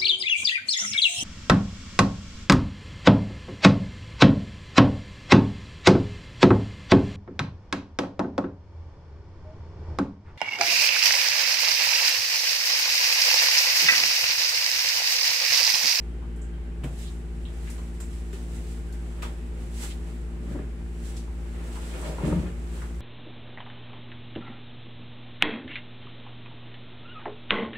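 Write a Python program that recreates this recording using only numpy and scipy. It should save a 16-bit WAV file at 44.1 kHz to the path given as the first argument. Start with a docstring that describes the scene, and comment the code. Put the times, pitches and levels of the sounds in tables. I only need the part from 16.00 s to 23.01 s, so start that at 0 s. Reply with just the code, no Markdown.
"""Air conditioner and padded couch

A window air conditioner hums in a small room: compressor orders, fan and mains tones over shaped noise.
A bottle rings the table's modes; oiled palms, skin and cloth are grainy noise with short noise bursts.
Someone settles on a padded couch: uneven slips make it groan, the strongest ring its frame singly,
and ringing modes thud."""
import sys
import numpy as np
from scipy import signal
from scipy.fft import rfft, irfft, next_fast_len
from scipy.io import wavfile
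from scipy.ndimage import map_coordinates

SR = 44100
rng = np.random.default_rng(int(sys.argv[2]) if len(sys.argv) > 2 else 0)


def wav_record(signal):
    """Record a signal, one row per channel, as 16-bit PCM in the file named by sys.argv[1]."""
    frames = np.transpose(np.atleast_2d(signal))
    bounded = np.clip(frames, -1, 1)
    # unit amplitude maps onto the largest positive 16-bit level
    quanta = np.round(bounded * 32767).astype(np.int16)
    wavfile.write(sys.argv[1], SR, quanta)


N = 309004
TIME = np.arange(N) / SR  # s

SHAFT_HZ = 57.16  # compressor turns per second
# compressor orders: multiple of the shaft rate, level/dB, left-right/dB, left lead/rad
COMPRESSOR_ORDERS = [(1, -33, 1, -0.0), (2, -56, -8, 1.1), (3, -47.3, 1, 0.0), (4, -53, 3, 0.2),
                     (5, -59, 1, 0.2), (6, -53, -3, 0.1), (8, -68, 5, -0.4), (13, -70.5, -2, -2.5),
                     (15, -70, -1, -3.1), (16, -69.5, 2, -2.1), (25, -77, 4, -1.1)]
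# fan motor and mains tones: f/Hz, level/dB, left-right/dB, left lead/rad
FAN_TONES = [(68.3, -62, 0, 0.1), (72.7, -49, 0, 0.0), (120.1, -67, 5, -0.4), (130.8, -57, 2, 0.3),
             (231.6, -67, 4, -0.1), (234.4, -57, 2, -0.1), (240.2, -59, -2, -0.7), (360.3, -60, 3, 0.4),
             (400.1, -65, -7, 0.5), (800.3, -69.5, 1, -0.3)]
# spectrum of the rushing air: f/Hz, relative density/dB
AIR_SPECTRUM = [(8, -81), (35, -63.5), (60, -67.5), (100, -77.5), (190, -77.5), (330, -80), (520, -83),
                (1000, -89), (2000, -90), (3100, -95.5), (4000, -101), (6300, -107), (10000, -110),
                (15000, -120)]
# cabinet and room resonances in the air noise: f/Hz, width/Hz, lift/dB
AIR_RESONANCES = [(36, 19, -7.5), (72.3, 35, 6.5), (101, 16, -4.5), (141.7, 62.4, 12), (198, 22, -5),
                  (241, 21.4, 9), (278, 10, -6), (292, 9.5, 8.5), (332, 13, -6), (370, 30, 3.5),
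                  (427.7, 32, 10), (493, 15, 4), (3300, 220, -2)]
# faint thin whines that come and go: peak t/s, half-length/s, f/Hz, width/Hz, level/dB
WHINES = [(0.368, 0.39, 3160, 260, -67), (.52, 0.26, 1580, 100, -62.5), (2.948, 0.065, 1580, 120, -56.5)]

# diffuse sound at the two microphones: f/Hz, left-right likeness (1 = the same)
STEREO_LIKENESS = [(60, 0.82), (130, 0.84), (300, 0.89), (640, 0.34), (1300, 0), (3000, 0.038), (15000, 0)]
# decay of the room's echo: f/Hz, t60/s
ROOM_DECAY = [(150, 0.77), (1000, 0.24), (4000, 0.26), (14000, 0.27)]
# room null, resonances and notches, left then right microphone: f/Hz, width/Hz, lift/dB
MICROPHONE_PORTS = [
    [(99, 6, -4), (10100, 1850, 5.5), (4180, 1800, -2)],
    [(106, 13, -7.5), (7750, 1620, 9), (4900, 740, -0.5)],
]
TOP_HZ = 15750  # band limit of the microphones

# soft knocks on furniture: t/s, level/dB
KNOCKS = [(.837, -22.5)]
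# modes of the table and the bottle: f/Hz, relative level/dB, t60/s
TABLE_MODES = [(140.3, 1.5, 0.2), (223, -9, 0.11), (262, -4, 0.11), (305, -7, 0.087), (390, -16, 0.097),
               (488, -16, 0.18), (595, -19, 0.16), (713, -23, 0.15), (2270, -24, 0.081), (3140, -40, .14)]
# short cracks and ticks as a bottle or hand strikes: t/s, relative level/dB, centre f/Hz, spread/octaves
CRACKS = [(0.8354, -33, 2400, 1.2), (0.843, -31, 2000, 1.1), (1.4525, -30.5, 3600, 0.4),
          (3.222, -30, 2700, 1.1), (3.2288, -22.5, 1000, 0.93), (3.2435, -33, 3300, 0.22),
          (3.255, -41, 3300, 0.3)]
CRACK_T60, CRACK_EDGE_HZ = 0.005, 4080  # decay/s; above the edge the cracks lose their treble
CRACK_WET_DB = 7.5  # echo against direct sound

# spectrum of skin hiss: f/Hz, relative gain/dB
SKIN_SPECTRUM = [(500, -22), (2000, -1.5), (3500, 0.5), (5500, -3), (8000, -2.5), (10500, -7), (13000, -12),
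                 (15500, -14.5)]
# spectrum of cloth rustle: f/Hz, relative gain/dB
CLOTH_SPECTRUM = [(100, -8), (300, 10.5), (800, 2.5), (1500, 0), (2600, -4.5), (4000, -14), (8000, -35)]
# strokes of the hands: peak t/s, length/s, relative skin hiss/dB, cloth rustle/dB
STROKES = [(0.05, 0.22, -70, -67), (1.034, 0.23, -51, -58), (1.694, 0.43, -54, -52.5),
           (2.17, 0.3, -57, -63), (2.39, 0.19, -55.5, -52), (2.569, 0.18, -52.5, -52),
           (2.71, 0.25, -53.5, -73), (3.182, 0.81, -60, -52), (3.63, 0.16, -57.5, -53),
           (3.841, 0.13, -40, -44.5), (4.088, 0.32, -59, -52.5), (4.528, 0.22, -58.5, -48),
           (5.1, 0.23, -52.5, -53.5), (5.635, 0.35, -67, -46.5), (5.891, 0.65, -51, -46),
           (6.06, 0.24, -51, -41.5), (6.308, 0.33, -51, -38), (6.788, 0.33, -53, -47)]
RISE_SHARE, STROKE_ROUNDNESS = 0.5, 1.14  # part of a stroke spent speeding up; 1 = pointed, 2 = bell
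# between strokes the oiled hands and the clothes keep moving a little
BUSY_FROM_S, BUSY_SKIN_DB, BUSY_CLOTH_DB = 0.88, -67.5, -69
# broad, brighter swishes within the strokes of the palms: peak t/s, half-length/s, f/Hz, width/Hz, level/dB
SWISHES = [(1.06, 0.058, 3670, 1210, -54), (1.715, 0.047, 2200, 1400, -52), (3.93, .035, 3240, 3000, -52.5),
           (5.89, 0.1, 2970, 2800, -51), (6.06, 0.071, 4240, 3020, -56)]
# firm contacts of hand or bottle: t/s, relative body level/dB, centre f/Hz, relative smack level/dB
SLAPS = [(0.836, -37.5, 750, -46), (2.001, -43.5, 1300, -42.5), (2.328, -43.5, 1700, -47.5),
         (3.221, -34, 2000, -40.5), (3.227, -35, 850, -62)]
SLAP_OCTAVES, SLAP_T60 = 1.05, 0.038  # spread of the body; decay/s of body and smack
SMACK_HZ, SMACK_OCTAVES = 7500, 3.7  # colour of the smack
# sticky clicks of oily skin: t/s, relative level/dB, centre f/Hz, spread/octaves, left-right/dB
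CLICKS = [(.36, -56.5, 9500, 0.83, 0), (.414, -49.5, 7400, 0.26, -3), (1.699, -41, 7500, 1.2, 3),
          (2.003, -43.5, 7500, 0.13, 0), (2.924, -46.5, 6000, 2, 1), (5.165, -39, 4640, 0.99, 2)]
CLICK_T60 = 0.041  # s
# short dull scuffs and bumps, some following the bottle's knock or a slap:
# t/s, relative level/dB, centre f/Hz, left-right/dB
SCUFFS = [(.22, -42, 890, 7), (.856, -40, 750, -1), (.872, -40, 650, -2), (1.674, -37, 1870, 3),
          (1.782, -38, 1110, -3), (2.341, -44, 2800, 0), (3.254, -41, 1150, -6), (4.519, -42, 1400, -4),
          (4.555, -44, 1400, 6), (4.589, -38, 1450, -1), (5.275, -41, 895, -4), (5.757, -34, 970, -1),
          (6.025, -34, 990, -2), (6.181, -32, 940, 1.5), (6.32, -45, 1090, -7), (6.817, -32.5, 1300, 0)]
SCUFF_OCTAVES, SCUFF_T60 = 0.6, 0.033  # spread; decay/s

# modes of the couch's padded frame: f/Hz, width/Hz, relative level/dB
COUCH_MODES = [(82.5, 16, 7), (138, 35, 0.5), (177, 24, 3), (226, 13.5, 1), (290, 18, -1), (345, 33, -4.5),
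               (395, 52, -6.5), (498, 60, -7), (530, 40, -4.5), (615, 49, -7.5), (751, 24, -10.5),
               (935, 40, -8.5), (1230, 220, -17.5)]
# groans as weight shifts: peak t/s, rise/s, fall/s, level/dB, centre f/Hz, spread/octaves
GROANS = [(4.49, 0.092, 0.076, -38.5, 260, 1.05), (4.57, 0.026, 0.064, -38, 340, 0.8),
          (6.095, 0.052, 0.034, -37, 590, 0.58), (6.189, 0.0053, 0.057, -43.5, 1110, 0.83),
          (6.275, 0.044, 0.06, -25.5, 260, 1.8), (6.324, 0.033, 0.045, -30, 363, 1.9),
          (6.386, 0.065, 0.071, -33, 120, 0.85)]
# strong single slips within the couch's groans: t/s, peak level/dB, centre f/Hz
STRONG_SLIPS = [(4.511, -34, 300), (4.549, -30.5, 380), (4.556, -36, 644), (4.591, -31, 320),
                (6.231, -25.5, 330), (6.247, -19, 326), (6.27, -21.5, 348), (6.279, -28, 600),
                (6.316, -23, 300), (6.326, -29, 800), (6.342, -31, 395), (6.391, -25, 190),
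                (6.428, -32, 500)]
# thuds of the cushion giving way: t/s, relative level/dB, pitch f/Hz, t60/s
THUDS = [(2.331, -33, 387, 0.12), (4.509, -29, 131, 0.18), (4.547, -26.5, 290.7, 0.2),
         (4.591, -32, 286, 0.14), (6.088, -24.5, 159, 0.14), (6.233, -18, 149, 0.24),
         (6.303, -18, 72.3, 0.36), (6.312, -17, 174.7, 0.3), (6.357, -20, 173, 0.3),
         (6.44, -20, 175.3, 0.1)]
# what a thud rings with: multiple of its pitch, relative level/dB
CUSHION_MODES = [(.45, -9), (0.999, 1), (1.9, -26)]


def amp(db):
    """Decibels to gain."""
    return 10 ** (np.asarray(db) / 20)


def unit(x):
    """Scale to rms 1."""
    return x / np.sqrt(np.mean(x ** 2) + 1e-20)


def along(points, hz):
    """Read a curve of (f/Hz, value) points on a log axis."""
    f, value = np.transpose(points)
    return np.interp(np.log(hz + 1), np.log(f + 1), value)


def bumps(rows, hz):
    """Gain of resonant lifts and dips."""
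    return amp(sum(db / (1 + (2 * (hz - f) / width) ** 2) for f, width, db in rows))


def band(hz, centre_hz, octaves):
    """A bell-shaped gain on a log axis."""
    return 1 / (1 + (np.log2((hz + 1) / centre_hz) / octaves) ** 2 / 2) ** 2


def wobble(rate):
    """A smooth random curve, rate knots a second."""
    knots = rng.standard_normal(int(N * rate / SR) + 4)
    return map_coordinates(knots, [TIME * rate])


def filtered(x, response):
    """Shape x by a response of frequency."""
    n = x.shape[-1]
    m = next_fast_len(n + SR // 2)  # spare room keeps the filter's ring from wrapping round
    return irfft(rfft(x, m) * response(np.fft.rfftfreq(m, 1 / SR)), m)[..., :n]


def pan(db):
    """Left and right gains that differ by db."""
    return amp([[db / 2], [-db / 2]])


def add(out, s, x):
    """Mix a stereo sound in at time s."""
    part = out[:, round(s * SR):][:, :x.shape[1]]
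    part += x[:, :part.shape[1]]


def diffuse(pair):
    """Blend two unrelated signals into left and right: alike in the bass, unrelated in the treble."""
    def blend(hz):
        turn = np.arccos(np.clip(along(STEREO_LIKENESS, hz), -1, 1)) / 2
        return np.array([np.cos(turn), np.sin(turn)])
    mid, side = filtered(pair, blend)
    return np.array([mid + side, mid - side])


def tail():
    """A fresh stereo answer of the close walls: noise that decays per frequency, of energy 1."""
    hz, t, z = signal.stft(rng.standard_normal((2, SR // 2)), SR, nperseg=256)
    decay = amp(-60 * t / along(ROOM_DECAY, hz)[:, None])
    pair = diffuse(signal.istft(z * decay, SR, nperseg=256)[1][:, :SR // 2])
    return pair / np.linalg.norm(pair[0])


def room(x, wet_db):
    """The direct sound and its echo from the walls."""
    echo = signal.fftconvolve(x[None], tail(), axes=1)[:, :len(x)]
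    return (x + amp(wet_db) * echo) / np.hypot(1, amp(wet_db))


def tone(cycles, db, pan_db, lead):
    """A pure tone as the two microphones meet it in the room's standing waves."""
    side = np.array([[.5], [-.5]])
    return np.sqrt(2) * amp(db + side * pan_db) * np.cos(2 * np.pi * cycles + side * lead)


def hum(drift_hz=0.017, flutter_db=1.1, wall_scatter=0.073):
    """The compressor turns a little under the mains rate; its orders beat with the fan and mains tones."""
    # one stroke a turn keeps the orders nearly in step; wall_scatter is in cycles
    turns = np.cumsum(SHAFT_HZ + drift_hz * wobble(1.53)) / SR
    load = flutter_db * wobble(13)
    out = np.zeros((2, N))
    for k, db, pan_db, lead in COMPRESSOR_ORDERS:
        cycles = k * turns + rng.normal(0, wall_scatter)
        # the upper orders feel the changing load most
        out += tone(cycles, db + load * (1 - 1 / k), pan_db, lead)
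    for hz, db, pan_db, lead in FAN_TONES:
        out += tone(hz * TIME + rng.random(), db, pan_db, lead)
    return out


def air(level_db=-44):
    """The fan's turbulence: noise coloured by the cabinet and the room."""
    noise = diffuse(rng.standard_normal((2, N)))
    rush = filtered(noise, lambda hz: amp(along(AIR_SPECTRUM, hz)) * bumps(AIR_RESONANCES, hz))
    return amp(level_db) * unit(rush)


def swells(rows, flicker_db=5.0):
    """Bands of noise swell, flicker and fade: thin whines or broad swishes."""
    out = np.zeros((2, N))
    for s, length, centre_hz, width_hz, db in rows:
        noise = rng.standard_normal((2, 2 * SR))
        swish = filtered(noise, lambda hz: 1 / (1 + (2 * (hz - centre_hz) / width_hz) ** 2))
        swish = unit(swish * amp(flicker_db * wobble(25.4)[:2 * SR]))
        start = max(s - 1, 0)
        swell = np.exp(-((start + TIME[:2 * SR] - s) / length) ** 2)
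        add(out, start, amp(db) * swell * swish)
    return out


def ringing(modes, attack_cycles):
    """Decaying sine modes after a soft blow: the lower the mode, the slower it builds up."""
    t = np.arange(SR // 2) / SR
    out = np.zeros(len(t))
    for hz, db, t60 in modes:
        build_up = 1 - np.exp(-t * hz / attack_cycles)
        out += amp(db - 60 * t / t60) * np.sin(2 * np.pi * hz * t) * build_up
    return out


def knocks(attack_cycles=1.5, wet_db=-15):
    """The bottle meets the table, which rings low and briefly."""
    out = np.zeros((2, N))
    for s, db in KNOCKS:
        add(out, s, amp(db) * room(ringing(TABLE_MODES, attack_cycles), wet_db))
    return out


def contact(db, centre_hz, octaves, hold_s, t60, pan_db, wet_db=10.0, softness_hz=13000,
            attack_s=0.00075):
    """A short noise burst while surfaces meet, dulled on top; a dense echo builds as it feeds the room."""
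    t = np.arange(SR // 2) / SR
    colour = lambda hz: unit(band(hz, centre_hz, octaves) / (1 + (hz / softness_hz) ** 4))
    envelope = (1 - np.exp(-t / attack_s)) * amp(db - 60 * np.maximum(t - hold_s, 0) / t60)
    direct = rng.standard_normal(len(t)) * envelope
    echo = tail() * np.sqrt(np.cumsum(envelope ** 2))  # grows with the energy sent out so far
    mix = filtered(direct + amp(wet_db) * echo, colour) / np.hypot(1, amp(wet_db))
    return mix * pan(pan_db)


def cracks(hold_s=0.00071):
    """A bottle or hand strikes: very short bursts with a fast attack and room echo, their treble cut off."""
    out = np.zeros((2, N))
    for s, db, centre_hz, octaves in CRACKS:
        add(out, s, contact(db, centre_hz, octaves, hold_s, CRACK_T60, pan_db=0,
                            wet_db=CRACK_WET_DB, attack_s=0.00039))
    return filtered(out, lambda hz: 1 / (1 + (hz / CRACK_EDGE_HZ) ** 20))


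def strokes():
    """Skin and cloth gains: each stroke swells and dies with the hand's speed, over a slight steady stir."""
    fade_in = np.clip((TIME - BUSY_FROM_S) * 20, 0, 1)
    power = amp(2 * np.array([[BUSY_SKIN_DB], [BUSY_CLOTH_DB]])) * fade_in
    for s, length, hiss_db, rustle_db in STROKES:
        away = np.maximum((s - TIME) / RISE_SHARE, (TIME - s) / (1 - RISE_SHARE)) / length
        swell = np.exp(-away ** STROKE_ROUNDNESS)
        power = power + (amp([[hiss_db], [rustle_db]]) * swell) ** 2
    return np.sqrt(power)


def friction(spectrum, grain_db, judder_db):
    """Tiny catches of a sliding surface, clumped by the unsteady hand and scattered by the walls."""
    clumping = amp(grain_db * wobble(700) + judder_db * wobble(35))
    catches = rng.standard_normal(N) * clumping
    smooth = diffuse(rng.standard_normal((2, N)))
    sliding = smooth + 0.77 * unit(room(catches, wet_db=16.5))
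    return unit(filtered(sliding, lambda hz: amp(along(spectrum, hz))))


def rubbing(skin_db=-0.5):
    """Palms slide over skin and clothes shift: two kinds of friction noise under the stroke gains."""
    hiss, rustle = strokes()
    skin = amp(skin_db) * hiss * friction(SKIN_SPECTRUM, grain_db=7.5, judder_db=2.5)
    cloth = rustle * friction(CLOTH_SPECTRUM, grain_db=-0.5, judder_db=6.5)
    return skin + cloth


def scuffs(hold_s=0.00053):
    """Short dull scuffs and bumps: noise bursts in a low or middle band."""
    out = np.zeros((2, N))
    for s, db, centre_hz, pan_db in SCUFFS:
        add(out, s, contact(db, centre_hz, SCUFF_OCTAVES, hold_s, SCUFF_T60, pan_db))
    return out


def clicks(hold_s=0.0023):
    """Oily skin parts with a small, high click."""
    out = np.zeros((2, N))
    for s, db, centre_hz, octaves, pan_db in CLICKS:
        add(out, s, contact(db, centre_hz, octaves, hold_s, CLICK_T60, pan_db))
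    return out


def slaps(hold_s=0.005, body_pan_db=2, smack_pan_db=-3):
    """A firm contact has a broad body and a bright smack."""
    out = np.zeros((2, N))
    for s, db, centre_hz, smack_db in SLAPS:
        add(out, s, contact(db, centre_hz, SLAP_OCTAVES, hold_s, SLAP_T60, body_pan_db))
        add(out, s, contact(smack_db, SMACK_HZ, SMACK_OCTAVES, hold_s, SLAP_T60, smack_pan_db))
    return out


def frame(hz):
    """The response of the couch's padded frame: damped resonances of alternating sign."""
    response = 0
    for k, (f, width, db) in enumerate(COUCH_MODES):
        damping = 1j * hz * width
        response = response + (-1) ** k * amp(db) * damping / (f * f - hz * hz + damping)
    return response


def groans(slip_rate=150, unevenness=.65, size_db=3.5):
    """The cover sticks and slips at an uneven rate (slips/s); every slip rings the padded frame."""
    out, t = np.zeros((2, N)), np.arange(SR) / SR - .5
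    for s, rise, fall, db, centre_hz, octaves in GROANS:
        travel = np.cumsum(slip_rate * np.exp(unevenness * wobble(90)[:SR])) / SR
        # one impulse of random size each time the travel passes a whole number
        slips = np.diff(np.floor(travel), prepend=0) * amp(size_db * rng.standard_normal(SR))
        ring = filtered(room(slips, wet_db=0.0), lambda hz: frame(hz) * band(hz, centre_hz, octaves))
        pressure = np.exp(np.minimum(t / rise, -t / fall))
        groan = unit(ring * pressure) * np.sqrt(np.mean(pressure ** 2))
        add(out, s - .5, amp(db) * groan)
    return out


def strong_slips(octaves=1.05, wet_db=-5, lead_s=.02):
    """Strong single slips within the groans: each is one impulse that rings the padded frame."""
    out, slip = np.zeros((2, N)), signal.unit_impulse(SR // 2, round(lead_s * SR))
    for s, db, centre_hz in STRONG_SLIPS:
        ring = filtered(room(slip, wet_db), lambda hz: frame(hz) * band(hz, centre_hz, octaves))
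        add(out, s - lead_s, amp(db) * ring / np.abs(ring).max())
    return out


def thuds(attack_cycles=1.0, wet_db=-17, pan_db=2.5):
    """The padded seat drops in heavy steps under the weight; each rings a few modes of its own pitch."""
    out = np.zeros((2, N))
    for s, db, hz, t60 in THUDS:
        modes = [(hz * multiple, db + level, t60) for multiple, level in CUSHION_MODES]
        add(out, s, room(ringing(modes, attack_cycles), wet_db))
    return out * pan(pan_db)


def scene():
    """The machine behind, then knocks and cracks, hands and clothes, and the couch in front."""
    machine = hum() + air() + swells(WHINES)
    strikes = knocks() + cracks()
    hands = rubbing() + swells(SWISHES) + scuffs() + clicks() + slaps()
    couch = groans() + strong_slips() + thuds()
    return machine + strikes + hands + couch


def record(dry):
    """Each microphone's place and port colour the sound; nothing passes above the band limit."""
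    return filtered(dry, lambda hz: np.array([bumps(port, hz) for port in MICROPHONE_PORTS]) * (hz < TOP_HZ))


dry = scene()
out = record(dry)
wav_record(out)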